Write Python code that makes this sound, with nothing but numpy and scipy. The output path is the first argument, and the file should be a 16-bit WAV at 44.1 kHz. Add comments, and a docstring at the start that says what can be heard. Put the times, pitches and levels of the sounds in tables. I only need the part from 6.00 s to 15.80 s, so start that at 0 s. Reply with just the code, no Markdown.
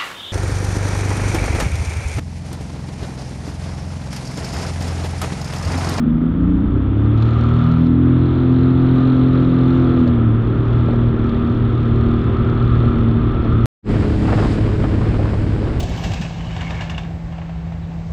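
"""Out on the water, on the deck of a water scooter: its engine revs up, holds, then eases to a cruise.
Three cylinders fire in turn, so the exhaust drones and burbles, wavering as waves pass its outlet.
The jet pump rings, valves tick, the air intake hisses and a loose fitting knocks. Water rushes by,
wind buffets and waves slap the hull. Then the sound stops dead and fades back in on a slower run,
with splashes and bright spray from the bow."""
import sys
import numpy as np
from scipy import signal
from scipy.fft import rfft, irfft, next_fast_len
from scipy.io import wavfile
from scipy.ndimage import uniform_filter1d, minimum_filter1d

SR = 44100
rng = np.random.default_rng(int(sys.argv[2]) if len(sys.argv) > 2 else 0)


def file_out(sig):
    """Save sig as 16-bit WAV at sys.argv[1]."""
    # one column per channel
    cols = np.atleast_2d(sig).T
    # limit, then scale
    lim = np.clip(cols, -1, 1)
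    pcm = np.round(lim * 32767).astype(np.int16)
    wavfile.write(sys.argv[1], SR, pcm)


N = 432180

# "Revs" are engine cycles per second. An "order" is a tone at a whole multiple of the revs.
# Engine speed on the fast run and on the slow run. Each row: time in seconds, revs.
FAST_REVS = [(0.08, 26.0), (0.27, 27.4), (0.69, 31.1), (1.02, 35.8), (1.25, 37.9), (2.05, 42.3),
             (3.02, 43.2), (3.5, 42.7), (3.8, 42.8), (3.99, 41.9), (4.28, 37.5), (4.8, 39.5), (4.97, 39.5),
             (5.18, 38.5), (5.43, 39.4), (5.81, 39.0), (5.92, 38.6), (6.23, 39.2), (6.44, 38.7),
             (6.78, 39.6), (7.05, 38.4), (7.37, 38.9), (7.51, 38.0), (7.62, 38.0)]
SLOW_REVS = [(7.92, 34.2), (8.28, 35.3), (8.564, 35.1), (9.05, 35.3)]
# The two main exhaust tones. Each row: revs, base level of the firing tone in dB, of its octave in dB.
MAIN_TONE_LEVELS = [(26.4, -35.5, -23), (29.3, -25, -18), (33.1, -25, -42.5), (35.8, -17, -29),
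                    (37.03, -15, -26.5), (39.2, -17, -22), (41.34, -20, -12.5), (42.3, -16.5, -15)]
# Waves change how deep the exhaust outlet lies.
# Each row: time in seconds, change of the firing tone in dB, change of its octave in dB.
OUTLET_WAVES = [(2.301, -2.5, -8), (4.251, -0.5, 6.5), (4.68, 2.5, -9), (5.351, -5, 1.5), (5.74, 0.5, -3),
                (6.1, -5, 3.5), (6.3, -4.5, -4.5), (6.72, 1, -3.5), (7.08, -4, 7), (7.35, -4, -10),
                (7.55, -2.5, 4)]
# The other exhaust tones on the fast run. Each row: order, base levels in dB at low, middle, cruising
# and full revs, then dB added when the engine pulls hardest.
FAST_ORDER_LEVELS = [(2, -28, -28, -28, -26.5, 6), (4, -37.5, -29, -34.5, -27.5, 4),
                     (5, -41, -37.5, -40.5, -38, -1), (7, -39, -39.5, -43, -33.5, 4.5),
                     (8, -28.5, -27.5, -34.5, -26, 1), (9, -18, -25, -34.5, -36, -4.5),
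                     (10, -33, -37, -37, -36.5, -2), (11, -42.5, -34.5, -45, -40, -4.5),
                     (12, -35, -36, -46.5, -45.5, -6.5)]
# Single orders swell or dip. Each row: time in seconds, order, change in dB.
ORDER_CHANGES = [(0.501, 10, 8.5), (0.48, 8, -11.5), (0.62, 7, 9.5), (1.68, 8, -15.5), (1.75, 4, 5.5),
                 (2.0, 7, 3), (2.4, 4, -8.5), (2.56, 7, -10.5), (3.05, 2, -6), (3.05, 4, -6),
                 (3.1, 8, -9.5), (3.5, 4, 5), (3.851, 8, 3.5)]
# Pitches at which the exhaust pipe rings. Each row: pitch in Hz, half width in Hz, boost in dB.
PIPE_RESONANCES = [(161, 3.6, 9), (294.2, 9, 7), (387.7, 6.3, 5.5)]
# The other exhaust tones on the slow run. Each row: order, base level in dB.
SLOW_ORDER_LEVELS = [(2, -33), (4, -32), (5, -34.5), (7, -36), (8, -33), (9, -30.5), (12, -35.5)]
# Orders that sing at top speed. Each row: order, base level in dB compared with the rasp.
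SINGING_ORDERS = [(12, 3), (13, 1), (16, -4), (17, -1), (20, -2), (28, -2.5)]
# How hard the jet pump works, given as the strength of its ring. Each row: time in seconds, dB.
PUMP_LOAD = [(0.15, -44), (0.88, -44.5), (1.44, -33.5), (1.78, -33.5), (1.93, -44), (3.24, -36.5),
             (4.0, -36.5), (4.4, -41), (4.92, -36.5), (5.12, -43), (5.29, -36), (5.58, -38), (6.9, -33.5),
             (7.08, -38), (7.56, -34.5)]
# Pitches at which the pump housing rings. Each row: pitch in Hz, width in Hz, relative level in dB.
PUMP_RESONANCES = [(1208, 68, -1), (1320.6, 100, -1), (1220, 470, -14.5)]
# Valve ticks of the three cylinders. Each row: place in the cycle from 0 to 1, then relative levels
# in dB at cruise, at full revs and while rattling.
VALVE_TICKS = [(.85, 0, 0, -6), (.16, -9, -4, 0), (.5, -6, -9, -4)]
# The exhaust's burble on the fast run. Each row: time in seconds, level in dB.
BURBLE_LEVELS = [(0, -23), (.85, -25), (1.5, -29), (3.4, -26.5), (6.5, -26), (7.6, -24.5)]
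# Knocks, slaps and splashes. Each row: start in seconds, relative strength in dB.
FITTING_KNOCKS = [(1.2237, -28), (1.4095, -33), (1.7195, -32), (1.8685, -32), (4.0028, -37),
                  (4.0766, -32.5)]
HULL_SLAPS = [(4.066, -17.5), (4.881, -15.5), (4.93, -19), (6.835, -17), (7.345, -18), (7.446, -17.5),
              (8.322, -17), (9.19, -15), (9.248, -17)]
BOW_SPLASHES = [(8.279, -17.5), (8.32, -16), (8.383, -18), (8.422, -19.5), (8.453, -24), (8.835, -18.5),
                (9.008, -23.5), (9.33, -22.5)]
# The tone colour of each noise. Each row: frequency in Hz, relative level there in dB.
WATER_SPECTRUM = [(200, 3), (450, 7.5), (850, -4), (1100, -1), (1600, -6), (2300, -18), (5200, -40.5),
                  (6400, -54)]
RASP_SPECTRUM = [(900, -14), (1700, 5.5), (2900, 2.5), (3550, 6), (3900, -8.5), (4700, -20), (6000, -34.5)]
WIND_SPECTRUM = [(15, -12.5), (30, -5), (55, 1), (90, -0.5), (125, -2.5), (170, -14), (400, -29.5)]
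TICK_SPECTRUM = [(2500, 2.5), (4250, 6.5), (4650, -6), (4950, -3.5), (5400, -12.5), (5700, -4.5),
                 (6100, -17.5), (6450, -12), (7250, -14), (8200, -30), (9000, -21.5), (11000, -51.5)]
INTAKE_SPECTRUM = [(3200, -21.5), (3750, 2.5), (4100, 0.5), (4450, -11.5), (4900, -27.5)]
BURBLE_SPECTRUM = [(60, -20.5), (150, -4), (220, 2.5), (300, 0), (400, -12.5), (550, -29)]
SLAP_SPECTRUM = [(300, -2.5), (600, 6), (800, -6), (1400, -17.5), (3000, -39)]
WASH_SPECTRUM = [(150, 15), (280, 13.5), (420, 9.5), (600, 2.5), (850, -3), (1400, -5.5), (3200, -17.5),
                 (6000, -39.5)]
SPRAY_SPECTRUM = [(1500, 5), (3200, 2), (4000, 2), (5000, 0.5), (6000, -9.5), (7500, -6.5), (8700, -10.5),
                  (10500, -25), (14000, -40)]
SPLASH_SPECTRUM = [(550, 7), (1250, -1), (1900, -8.5), (4000, -33)]

LOW_REVS, MIDDLE_REVS, CRUISE_REVS, FULL_REVS = 29.7, 32, 39.88, 41.33
CUT_S, RETURN_S, FADE_S = 7.658, 7.825, 0.078  # fast run ends, slow run starts, length of its fade-in
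TIME = np.arange(N) / SR
SLOW_RUN_TIME = np.maximum(TIME - RETURN_S, 0)


def from_db(db):
    """Turn decibels into a number to multiply by."""
    return 10 ** (np.asarray(db) / 20)


def rms_one(x):
    """Scale a signal so that its average strength (rms) is 1."""
    return x / np.sqrt(np.mean(x ** 2) + 1e-20)


def curve(rows):
    """Join rows of time and value with straight lines, giving a value for every sample."""
    return np.interp(TIME, *np.transpose(rows))


def drift(rate_hz):
    """A smooth random wobble, about 1 in size."""
    step, warm_up = 40, 2000  # worked out only every 40th sample
    keep = np.exp(-2 * np.pi * step * rate_hz / SR)
    noise = rng.standard_normal(N // step + warm_up + 2)
    smooth = signal.lfilter([1], [1, -2 * keep, keep * keep], noise)[warm_up:]
    return np.interp(np.arange(N) / step, np.arange(len(smooth)), rms_one(smooth))


def swell(peak_s, rise_s, fall_s):
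    """A smooth hump that reaches 1 at the given time."""
    age = TIME - peak_s
    return np.exp(-(age / np.where(age < 0, rise_s, fall_s)) ** 2)


def bursts(events, rise_s, decay_s):
    """The strength over time of blows that build quickly and die away."""
    strength = np.zeros(N)
    for start_s, db in events:
        age = np.maximum(TIME - start_s, 0)
        strength += from_db(db) * (1 - np.exp(-age / rise_s)) * np.exp(-age / decay_s)
    return strength


def coloured(x, spectrum):
    """Give a signal a tone colour from a table, at strength 1."""
    size = next_fast_len(N + SR // 10)
    hz, db = np.transpose(spectrum)
    bins = np.maximum(np.fft.rfftfreq(size, 1 / SR), 1)
    gain = from_db(np.interp(np.log(bins), np.log(hz), db))
    edge_fade = np.minimum(bins / hz[0], 1) * np.minimum(hz[-1] / bins, 1) ** 3
    return rms_one(irfft(rfft(x, size) * edge_fade * gain, size)[:N])


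def resonate(x, hz, width_hz):
    """Let through only a band around one pitch, so that the signal rings."""
    r = np.exp(-np.pi * width_hz / SR)
    feedback = [1, -2 * r * np.cos(2 * np.pi * hz / SR), r * r]
    return signal.lfilter(np.array([1, 0, -1]) * (1 - r * r) / 2, feedback, x)


def puffs(beats, decay):
    """Noise that jumps up on each whole beat, then fades; the decay is counted in beats."""
    return rms_one(rng.standard_normal(N) * np.exp(-(beats % 1) / decay))


def drops(per_s, spread_db):
    """Tiny clicks of uneven size at random times, like drops of water."""
    sizes = from_db(spread_db * np.minimum(rng.exponential(1, N), 4))
    return rms_one(sizes * rng.standard_normal(N) * (rng.random(N) < per_s / SR))


def evened(x, span_s):
    """Hold a noise at a steady strength by flattening swells longer than the span."""
    power = np.abs(uniform_filter1d(x * x, int(span_s * SR) + 1))
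    return x / np.sqrt(power + 1e-6)


def steady_noise(spectrum, span_s):
    """Noise with a tone colour and an even strength."""
    return evened(coloured(rng.standard_normal(N), spectrum), span_s)


def hull_speed(revs, lag_s=0.7):
    """The hull takes time to catch up with the engine; its speed is given as the matching revs."""
    keep = np.exp(-1 / (lag_s * SR))
    return revs[0] + signal.lfilter([1 - keep], [1, -keep], revs - revs[0])


def pulling(revs, full_lead_revs=3.2):
    """How hard the engine pulls, from 0 to 1: how far it runs ahead of the hull."""
    return np.clip((revs - hull_speed(revs)) / full_lead_revs, 0, 1)


def order_tone(cycles, order, rough):
    """One engine tone; uneven burning of the fuel shakes its level and timing."""
    phase = 2 * np.pi * (order * cycles + rng.random())
    return np.sqrt(2) * ((1 + rough * drift(7.3)) * np.cos(phase) + rough * drift(8.3) * np.sin(phase))


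def main_tone_levels(revs, slow):
    """Levels in dB of the firing tone and its octave; on the fast run, revs and waves move them."""
    table_revs, firing_levels, octave_levels = np.transpose(MAIN_TONE_LEVELS)
    firing_db = np.interp(revs, table_revs, firing_levels) + 1.7 * pulling(revs)
    octave_db = np.interp(revs, table_revs, octave_levels)
    for time_s, firing_change_db, octave_change_db in OUTLET_WAVES:
        wave = swell(time_s, rise_s=0.13, fall_s=0.13)
        firing_db += firing_change_db * wave
        octave_db += octave_change_db * wave
    return np.where(slow, -21, firing_db), np.where(slow, -22.5 - 6 * SLOW_RUN_TIME, octave_db)


def exhaust(cycles, revs, slow):
    """Three firings a cycle make the main tone; unequal cylinders add the other orders."""
    firing_db, octave_db = main_tone_levels(revs, slow)
    pull = pulling(revs)
    rough = np.interp(revs, [CRUISE_REVS, FULL_REVS], [0.14, 0.07])
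    rough *= 1 - 0.5 * pull  # pulling steadies the tones
    drone = from_db(firing_db) * order_tone(cycles, 3, rough)
    drone += from_db(octave_db) * order_tone(cycles, 6, rough)
    for order, *levels_db, pull_db in FAST_ORDER_LEVELS:
        level_db = np.interp(revs, [LOW_REVS, MIDDLE_REVS, CRUISE_REVS, FULL_REVS], levels_db)
        level_db += pull_db * pull
        for time_s, changed_order, change_db in ORDER_CHANGES:
            if changed_order == order:
                level_db += change_db * swell(time_s, rise_s=0.18, fall_s=0.18)
        for hz, half_width, boost_db in PIPE_RESONANCES:  # louder near a pitch where the pipe rings
            level_db += boost_db / (1 + ((order * revs - hz) / half_width) ** 2)
        drone += ~slow * from_db(level_db) * order_tone(cycles, order, 2 * rough)
    follow_db = 0.85 * (octave_db + 28)  # the slow run's orders fade along with the octave
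    for order, level_db in SLOW_ORDER_LEVELS:
        drone += slow * from_db(level_db + follow_db) * order_tone(cycles, order, rough=0.1)
    return drone * (1 + 0.06 * drift(30))  # the firings vary in force


def water_rush(revs, load_db):
    """Water rushes past, louder as the hull speeds up and the pump works harder."""
    level_db = -32.5 + 0.22 * (hull_speed(revs) - CRUISE_REVS) + 0.1 * load_db + 0.33 * drift(3.6)
    return from_db(level_db) * coloured(drops(per_s=7000, spread_db=2), WATER_SPECTRUM)


def engine_rasp(cycles, revs, load_db, singing_revs=42.5):
    """Each firing rasps; high orders buzz as the engine pulls, and a few sing out at top speed."""
    rasp = coloured(puffs(3 * cycles, decay=1.7), RASP_SPECTRUM)
    buzz = sum(order_tone(cycles, order, rough=0.35) / np.sqrt(order) for order in range(13, 37))
    singing = sum(from_db(db) * order_tone(cycles, order, rough=0.3) for order, db in SINGING_ORDERS)
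    buzz_db = 2 + 3.5 * pulling(revs)
    singing_db = 3 * (np.minimum(revs, hull_speed(revs)) - singing_revs)
    level_db = -45 + 0.38 * (revs - CRUISE_REVS) + 0.44 * load_db
    return from_db(level_db) * (rasp + from_db(buzz_db) * buzz + from_db(singing_db) * singing)


def wind(start_db=-30.5, rise_db_per_s=1.74, gust_db=7):
    """Wind rumbles louder and louder through the fast run, with one early gust."""
    level_db = start_db + rise_db_per_s * TIME + gust_db * swell(0.7, rise_s=0.41, fall_s=0.19)
    return from_db(level_db) * steady_noise(WIND_SPECTRUM, span_s=0.11)


def jet_pump(cycles, revs, pump_db):
    """Churning water rings the pump housing; while the engine pulls, the shaft adds a clatter."""
    clatter_gain = 0.8 * pulling(revs)
    ring = np.zeros(N)
    for hz, width_hz, db in PUMP_RESONANCES:
        clatter = rms_one(puffs(cycles, decay=0.2) + 0.6 * puffs(3 * cycles, decay=0.2))
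        churn = (rng.standard_normal(N) + clatter_gain * clatter) / np.hypot(1, clatter_gain)
        surge_db = 1.3 * drift(6)
        ring += from_db(db + surge_db) * resonate(resonate(churn, hz, width_hz), hz, width_hz)
    return from_db(pump_db + 0.5) * rms_one(ring)


def valve_ticks(cycles, revs, load_db, eased_db, rattle_from_s=1.17, rattle_to_s=1.88, decay_s=0.0018):
    """Each cylinder's valves tick once a cycle over the sizzle of the chain that drives them."""
    rattling = (TIME > rattle_from_s) & (TIME < rattle_to_s)  # full throttle hardens the ticks
    ticks = from_db(np.where(rattling, -6, -17)) * rng.standard_normal(N)  # start with the chain
    for place, cruise_db, full_db, rattle_db in VALVE_TICKS:
        running_db = np.interp(revs, [CRUISE_REVS, FULL_REVS], [cruise_db, full_db])
        valve_db = np.where(rattling, rattle_db, running_db)
        age = ((cycles - place) % 1) / revs
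        tick = evened(rng.standard_normal(N), span_s=0.001) * np.exp(-age / decay_s)
        ticks += from_db(valve_db + 1.7 * drift(27)) * rms_one(tick)
    level_db = -56 + 0.18 * (revs - CRUISE_REVS) + 0.93 * load_db + eased_db
    level_db -= 2.5 * (TIME <= rattle_from_s)  # softer before the throttle opens
    return from_db(np.where(rattling, -52, level_db)) * coloured(ticks, TICK_SPECTRUM)


def air_intake(cycles, revs, eased_db):
    """The intake gulps air once a cycle, with a hiss that grows as the revs rise."""
    first_valve_place = VALVE_TICKS[0][0]
    hiss = coloured(puffs(cycles - first_valve_place, decay=0.58), INTAKE_SPECTRUM)
    return from_db(-56.5 + 2.5 * (revs - FULL_REVS) + eased_db) * hiss


def burble(cycles):
    """Each firing puffs gas through the wet exhaust."""
    gas = coloured(puffs(3 * cycles, decay=0.42), BURBLE_SPECTRUM)
    return from_db(curve(BURBLE_LEVELS)) * evened(gas, span_s=0.048)


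def fast_run(cycles, revs, ease_times_s=(2.05, 4.25)):
    """Water, wind and machinery at speed; ticks and intake dip at two moments of easing off."""
    pump_db = curve(PUMP_LOAD)
    load_db = pump_db - pump_db.mean()  # how far the pump's load is above its average
    eased_db = -7.5 * sum(swell(time_s, rise_s=0.15, fall_s=0.15) for time_s in ease_times_s)
    sound = water_rush(revs, load_db) + engine_rasp(cycles, revs, load_db) + wind()
    sound += jet_pump(cycles, revs, pump_db) + valve_ticks(cycles, revs, load_db, eased_db)
    return sound + air_intake(cycles, revs, eased_db) + burble(cycles)


def loose_fitting():
    """A loose fitting gives a few hard, bright knocks."""
    strength = bursts(FITTING_KNOCKS, rise_s=0.0003, decay_s=0.0021)
    return strength * coloured(rng.standard_normal(N), TICK_SPECTRUM)


def hull_slaps():
    """Waves meet the hull with a hollow knock."""
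    strength = from_db(-3.5) * bursts(HULL_SLAPS, rise_s=0.0026, decay_s=0.015)
    return strength * steady_noise(SLAP_SPECTRUM, span_s=0.0063)


def slow_run(settle_db_per_s=1.83):
    """In steady wind, wash and fine spray swell as the bow ploughs into a wave, then settle."""
    plunge = swell(8.5, rise_s=0.24, fall_s=0.076)
    settled_db = settle_db_per_s * SLOW_RUN_TIME
    wash_db = -21.5 + 2 * plunge - settled_db + 1.4 * drift(22)  # the wash comes in clumps
    spray_db = -44.5 + 6.5 * plunge - settled_db
    wash = from_db(wash_db) * coloured(drops(per_s=6000, spread_db=1), WASH_SPECTRUM)
    spray = from_db(spray_db) * coloured(drops(per_s=20000, spread_db=0), SPRAY_SPECTRUM)
    steady_wind = from_db(-19) * steady_noise(WIND_SPECTRUM, span_s=0.084)
    return wash + spray + steady_wind


def bow_splashes():
    """Water thrown up by the bow falls back as a dense shower of drops."""
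    shower = coloured(drops(per_s=6000, spread_db=-1), SPLASH_SPECTRUM)
    return bursts(BOW_SPLASHES, rise_s=0.0036, decay_s=0.016) * evened(shower, span_s=0.0039)


def scene():
    """One engine drones through both runs, with slaps, splashes and knocks on top."""
    slow = TIME > (CUT_S + RETURN_S) / 2
    revs = curve(np.vstack([FAST_REVS, SLOW_REVS]))
    cycles = np.cumsum(revs) / SR + 0.0018 * drift(30)  # firings come slightly early or late
    drone = exhaust(cycles, revs, slow)
    ride = np.where(slow, slow_run(), fast_run(cycles, revs))
    return (drone + ride + hull_slaps() + bow_splashes() + loose_fitting())[None]


def record(dry, peak_limit=0.66, cutoff_hz=15000):
    """Hold down the peaks, leave a short silence between the runs and remove the highest treble."""
    span = int(0.062 * SR)
    allowed_gain = np.minimum(1, peak_limit / (np.abs(dry) + 1e-9))
    limited = dry * uniform_filter1d(minimum_filter1d(allowed_gain, span), span)
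    fast_gain = np.minimum(TIME / 0.0023, 1) * (TIME < CUT_S)
    slow_gain = np.clip(SLOW_RUN_TIME / FADE_S, 0, 1) ** 2
    low_pass = signal.cheby2(12, 70, cutoff_hz, fs=SR, output="sos")
    return signal.sosfilt(low_pass, limited * (fast_gain + slow_gain))


dry = scene()
out = record(dry)
file_out(out)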